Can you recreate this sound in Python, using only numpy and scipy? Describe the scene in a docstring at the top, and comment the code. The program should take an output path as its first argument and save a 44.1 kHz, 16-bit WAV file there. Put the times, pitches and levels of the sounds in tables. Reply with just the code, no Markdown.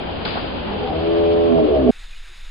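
"""Crocodile growl at a muddy pool

A crocodile growls, close and dull, at the edge of a walled pool where water rushes in and slops.
Slow pulses ring its throat and chest: the growl swells on a steady pitch, then sinks and turns rough.
At full strength it is cut off along with the pool, leaving a faint, brighter trickle,
a few drips and a low rumble of air."""
import sys
import numpy as np
from scipy import signal
from scipy.fft import rfft, irfft
from scipy.io import wavfile

SR = 44100
rng = np.random.default_rng(int(sys.argv[2]) if len(sys.argv) > 2 else 0)


def master(y):
    """Save y as 16-bit WAV."""
    cut = np.clip(np.atleast_2d(y).T, -1, 1)
    pcm = np.round(cut * 32767)  # scale
    wavfile.write(sys.argv[1], SR, pcm.astype(np.int16))


N = 110250
T = np.arange(N) / SR
F = np.maximum(np.fft.rfftfreq(N, 1 / SR), 1)
SIDES = np.array([[1], [-1]])  # a positive pan leans left

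# Throat resonances that open and close: centre_hz, width_hz, gain_db, pan_db
LOW, SECOND = (247, 40, 0.5, -6.5), (334, 81, -1.5, -0.5)
MAIN, HIGH = (421.5, 53, 0.5, -4), (618, 82.5, -1, -0.5)
# Phase by which the growl's left side leads: frequency_hz, lead_rad
LEFT_LEAD = [(254, 2.36), (339, 2.45), (423, .85), (508, 3.73), (592, 1.5), (677, 2), (762, 2.03)]


def amp(db):
    """Decibels to gain."""
    return 10 ** (np.asarray(db) / 20)


def curve(table, column=1):
    """One column of a table, joined over time."""
    rows = np.array(table)
    return np.interp(T, rows[:, 0], rows[:, column])


def across(table, hz):
    """A table joined over log frequency."""
    rows = np.array(table)
    return np.interp(np.log(hz), np.log(rows[:, 0]), rows[:, 1])


def unit(x):
    """Scale to rms 1."""
    return x / np.sqrt(np.mean(x ** 2))


def shape(x, gain):
    """Filter by a gain for each frequency."""
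    return irfft(rfft(x) * gain, N)


def noise(likeness):
    """Stereo white noise, from independent sides (0) to mono (1)."""
    likeness = np.clip(likeness, 0, 1)
    mid, side = rng.standard_normal((2, N))
    return unit(shape(mid, np.sqrt(1 + likeness)) + SIDES * shape(side, np.sqrt(1 - likeness)))


def walk(rate_hz):
    """Smooth random wander with rms 1."""
    return unit(shape(rng.standard_normal(N), 1 / (1 + (F / rate_hz) ** 4)))


def resonance(hz, width_hz, db, pan_db=0):
    """Gain of a steep resonance over frequency, on each side."""
    return amp(db + SIDES * pan_db / 2) / (1 + (2 * (F - hz) / width_hz) ** 4) ** .75


def growl():
    """Slow pulses drive the throat and chest, stumbling as the voice roughens."""
    # Pulse rate: time_s, pitch_hz
    pitch = [(.7, 81), (.8, 84.5), (.89, 77.52), (.96, 80.6), (1.03, 83.33), (1.17, 84.56), (1.46, 84.67),
             (1.53, 83.16), (1.58, 81.62), (1.62, 78.53), (1.68, 75.01), (1.71, 73.8), (1.77, 69.15),
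             (1.8, 68.22), (1.86, 63.3), (1.91, 59.17)]
    # Drive on the throat: time_s, level_db, roughness (0-1)
    effort = [(.55, -65.5, 0.7), (.72, -39, 0.8), (.84, -32.5, .7), (.92, -23, .4), (1.03, -21.5, .13),
              (1.22, -17.5, 0.01), (1.48, -16.5, .05), (1.565, -17.5, 0.13), (1.61, -19, .3),
              (1.73, -18, 0.4), (1.78, -19, .3), (1.84, -24, .5), (1.89, -19.5, 0.48)]
    # Steady throat resonances: centre_hz, width_hz, gain_db, pan_db
    throat = [(502.5, 71, -7.5, 12), (645, 76, -17.5, -6), (752, 45, -16.5, 11.5), (914, 260, -30, 3),
              (1133, 130, -24.5, 0)]
    # Opening of the other four, relative to the effort: time_s, low_db, second_db, main_db, high_db
    opening = [(.7, -3.5, -2, 11, 0), (.83, -3, -9, -5.5, -2), (.95, -21.5, -2, -15, -7),
               (1.1, -16, 3, -0.5, -4.5), (1.35, -10.5, -0.5, 1.5, -2.5), (1.47, -10, 1, 0, -5.5),
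               (1.54, 2.5, -0.5, -0.5, -2), (1.6, -4, 0.5, -7.5, 4), (1.65, -0.5, 4, -9.5, -1),
               (1.69, -16.5, 2.5, -5.5, -16.5), (1.735, -10, 1.5, -3.5, -3), (1.775, 7, -6.5, -13.5, 3.5),
               (1.83, 7, 7.5, -2, -4), (1.885, 9.5, -1, -2, -1.5)]
    # The high resonance slides down into place, then wavers: time_s, offset_hz
    high_slide = [(.72, 237), (.84, 180), (.905, 140), (.95, 28.5), (1.04, -1.5), (1.5, 0), (1.56, 14),
                  (1.66, -12), (1.73, 23), (1.79, 0.5), (1.88, 18.5)]
    # Stereo drift: time_s, pan_db, extra_pan_db (two lowest resonances)
    drift = [(1, -1, 7), (1.3, 0, 3.5), (1.53, -4, -2), (1.65, -3, 11), (1.74, -3.5, 8), (1.8, -2, 13),
             (1.86, -1.5, 0), (1.9, -0.5, 1)]
    rough = np.clip(curve(effort, 2), 0, 1)
    hz = curve(pitch) * (1 + .012 * rough * walk(36))
    cycles = np.cumsum(hz) / SR
    low, second, main, high = (amp(curve(opening, i)) for i in (1, 2, 3, 4))
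    slide_hz = curve(high_slide)
    lean = amp(SIDES * curve(drift, 2) / 2)
    formants = [(sum(resonance(*row) for row in throat), 1), (resonance(*LOW), low * lean),
                (resonance(*SECOND), second * lean), (resonance(*MAIN), main)]
    tone = throat_tone(hz, cycles, rough, formants, high, slide_hz)
    breath = amp(4) * rough * rasp(cycles, formants, high, slide_hz)
    boom = chest(cycles)
    voice = pool_walls(amp(curve(effort)) * (tone + breath))
    return amp(SIDES * curve(drift) / 2) * (voice + hollow_note() + boom)


def throat_tone(hz, cycles, rough, formants, high, slide_hz):
    """Overtones of the pulses ring the throat; roughness makes them wobble, shimmer and limp."""
    # Stereo width: time_s, lead_scale
    width = [(.85, 0.28), (1.02, 0.77), (1.42, 1.03), (1.56, 1.03), (1.64, 0.7), (1.76, 0.53)]
    spread = SIDES * curve(width) / 2
    upper = resonance(*HIGH)
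    at = lambda band, f: band[:, np.clip(f * N / SR, 0, len(F) - 1).astype(int)]
    scatter_rad, wobble_rad, shimmer_db = 1.1, .55, 6
    tone = 0
    for k in range(3, 15):
        gain = sum(level * at(band, k * hz) for band, level in formants)
        gain = gain + high * at(upper, k * hz - slide_hz)
        phase = 2 * np.pi * k * cycles + scatter_rad * k * k + wobble_rad * rough * k / 7 * walk(15)
        shimmer = amp(shimmer_db * rough * walk(31))
        tone = tone + gain * shimmer * np.cos(phase + spread * across(LEFT_LEAD, k * hz))
    limp = 1 + .4 * rough * np.cos(np.pi * cycles)  # strong and weak pulses alternate
    return tone * limp * np.sqrt(1 - rough ** 2)


def rasp(cycles, formants, high, slide_hz):
    """Air rasps through the throat resonances, one dying puff per pulse."""
    decay_cycles, thin_below_hz = .69, 650
    upper = resonance(*HIGH)
    puffs = noise(likeness=.22) * unit(np.exp(-(cycles % 1) / decay_cycles))
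    puffs /= np.sqrt(np.mean(upper ** 2))
    shift = np.exp(2j * np.pi * np.cumsum(slide_hz) / SR)
    sliding = np.real(signal.hilbert(shape(puffs, upper)) * shift)
    low_cut = np.minimum(F / thin_below_hz, 1) ** 2
    return sum(level * shape(puffs, band * low_cut) for band, level in formants) + high * sliding


def chest(cycles):
    """The chest booms at the pulse rate and its octave."""
    # Chest boom: time_s, fundamental_db, octave_db
    boom = [(.6, -56, -47), (.8, -41.5, -43), (1, -34, -30.5), (1.3, -30.5, -35), (1.5, -31, -34),
            (1.58, -31.5, -24), (1.68, -31.5, -49.5), (1.78, -24, -31), (1.9, -28, -30)]
    return sum(amp(curve(boom, k) + walk(13)) * np.cos(2 * np.pi * k * cycles) for k in (1, 2))


def hollow_note():
    """A hollow note at the main resonance holds its pitch while the pulse rate moves."""
    # Swells of the note: time_s, level_db
    swells = [(.68, -60), (.75, -32), (.85, -23.5), (.93, -51), (1.54, -50), (1.585, -15), (1.655, -18),
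              (1.69, -31), (1.738, -13.5), (1.8, -33.5), (1.885, -17.5)]
    phase = 2 * np.pi * MAIN[0] * T + .35 * walk(12)
    return amp(curve(swells)) * np.cos(phase + SIDES * across(LEFT_LEAD, MAIN[0]) / 2)


def pool_walls(x, t60_s=.4, wet_db=-13, predelay_s=.012):
    """The pool walls add a short diffuse tail."""
    tail = rng.standard_normal((2, N)) * amp(-60 * T / t60_s) * (T > predelay_s)
    tail /= np.sqrt(np.sum(tail ** 2, axis=1, keepdims=True))
    return x + amp(wet_db) * signal.fftconvolve(x, tail, axes=1)[:, :N]


def rush():
    """Water pours in: a churning roar whose bands flicker, with bubbles in it."""
    # Colour of the roar: frequency_hz, relative_db
    spectrum = [(20, -11), (40, -7), (75, 0), (130, -8), (220, -1.5), (420, -5), (750, -6), (1100, -15),
                (2000, -21.5), (3100, -15.5), (3800, -23.5), (5000, -29.5)]
    # Strength of the flow: time_s, level_db
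    flow = [(0, -26), (.15, -26), (.3, -25), (.5, -25), (.9, -26), (1.4, -27), (1.9, -29.5)]
    # Likeness of left and right: frequency_hz, likeness (clipped to 0-1)
    likeness = [(60, 1.36), (100, 0.5), (160, 0.52), (250, 0.3), (400, -2), (5000, 0)]
    # Placement of the roar: frequency_hz, pan_db
    pan = [(100, 1), (700, 1.5), (1500, 9.5), (2600, -3.5), (4200, 4)]
    colour = amp(across(spectrum, F) + SIDES * across(pan, F) / 2)
    roar = unit(shape(noise(across(likeness, F)), colour))
    edges_hz = [0, 150, 400, 900, 2000, SR]
    churn = sum(shape(roar, (F >= a) & (F < b)) * amp(walk(22)) for a, b in zip(edges_hz, edges_hz[1:]))
    return churn * amp(curve(flow)) + amp(-46) * bubbles()


def slops(attack_s=.0005):
    """Short wet slaps at the muddy edge."""
    # Slaps of water: start_s, level_db, centre_hz, width_hz, decay_s, pan_db
    slaps = [(0.251, -24, 3600, 2610, 0.02, 1.5), (0.255, -22, 1000, 1580, 0.019, 0.5),
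             (.276, -29.5, 3000, 4200, 0.15, 5), (.356, -20, 800, 900, 0.0044, -4),
             (0.372, -19.5, 950, 1300, 0.009, -0.5), (0.393, -20, 790, 1800, 0.0025, 4),
             (1.586, -21, 650, 500, .012, -1)]
    out = 0
    for start, db, hz, width, decay, pan in slaps:
        age = np.maximum(T - start, 0)
        envelope = (1 - np.exp(-age / attack_s)) * np.exp(-age / decay)
        splash = unit(shape(noise(likeness=.043), resonance(hz, width, 0)))
        out = out + amp(db + SIDES * pan / 2) * envelope * splash
    return out


def drops():
    """Single pockets of air swell and ring in the water."""
    # Gurgles and drips: start_s, level_db, pitch_hz, length_s
    pockets = [(.2, -52, 240, 0.14), (.355, -17.5, 720, .007), (.369, -22, 790, .008),
               (0.664, -27.5, 201.9, 0.14), (2.062, -46, 3600, .016), (2.129, -38, 2470, 0.0098),
               (2.16, -42, 2920, 0.011), (2.25, -46, 1610, .014), (2.284, -57, 359, 0.058)]
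    out = 0
    for start, db, hz, length in pockets:
        swell = np.sin(np.pi * np.clip((T - start) / length, 0, 1))
        out = out + amp(db) * swell * np.sin(2 * np.pi * hz * T)
    return out


def bubbles(per_s=250, ring_cycles=5.2):
    """Many small bubbles, each a short rising ring somewhere in the pool."""
    out = np.zeros((2, N))
    for when, pitch, size, place in rng.random((int(per_s * N / SR), 4)):
        hz, start = 300 * 12 ** pitch, int(when * N)
        age = T[:min(N - start, 3000)] * hz / ring_cycles
        ring = np.sin(2 * np.pi * ring_cycles * age * (1 + .018 * age)) * np.exp(-2 * age)
        out[:, start:start + len(ring)] += amp(8.5 * size) * ring * np.array([[place], [1 - place]])
    return unit(out)


def trickle(level_db=-46.5):
    """A faint thread of water wavers and flutters, in mono."""
    # Colour of the trickle: frequency_hz, relative_db
    spectrum = [(100, 0.5), (250, -8), (600, -8.5), (1000, -4), (1600, 4), (2600, 4.5), (3250, -.5),
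                (3620, 7), (4050, 2.5), (4400, -5.5), (5000, -2), (5700, -13.5), (6400, -10), (6850, -1.5),
                (7300, -16), (7800, -14), (8100, -6), (8450, -14), (10500, -15.5), (12000, -24.5),
                (15000, -28)]
    water = unit(shape(noise(likeness=1), amp(across(spectrum, F))))
    return water * amp(level_db + .57 * walk(2.7) + .77 * walk(30))


def air_rumble(level_db=-35.5):
    """Moving air rumbles on the microphone, in mono."""
    # Colour of the rumble: frequency_hz, relative_db
    spectrum = [(8, -2.5), (14, 3.5), (22, 2), (40, -12.5), (60, -25), (100, -33.5), (200, -53.5),
                (1000, -104)]
    return amp(level_db) * unit(shape(noise(likeness=1), amp(across(spectrum, F))))


def scene():
    """A hard cut from the loud, dull poolside to the quiet trickle; drops fall on both sides of it."""
    cut_s, dull_hz = 1.908, 5000
    poolside = growl() + rush() + slops()
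    quiet = trickle() + air_rumble()
    before_cut = np.clip((cut_s - T) / .002, 0, 1)
    low_pass = np.clip((dull_hz - F) / 80 + 1, 0, 1)
    return shape(poolside * before_cut, low_pass) + quiet * (1 - before_cut) + drops()


def record(dry, top_hz=15300):
    """A steep low-pass takes off the very top."""
    return signal.sosfilt(signal.ellip(8, .2, 70, top_hz, fs=SR, output="sos"), dry)


dry = scene()
out = record(dry)
master(out)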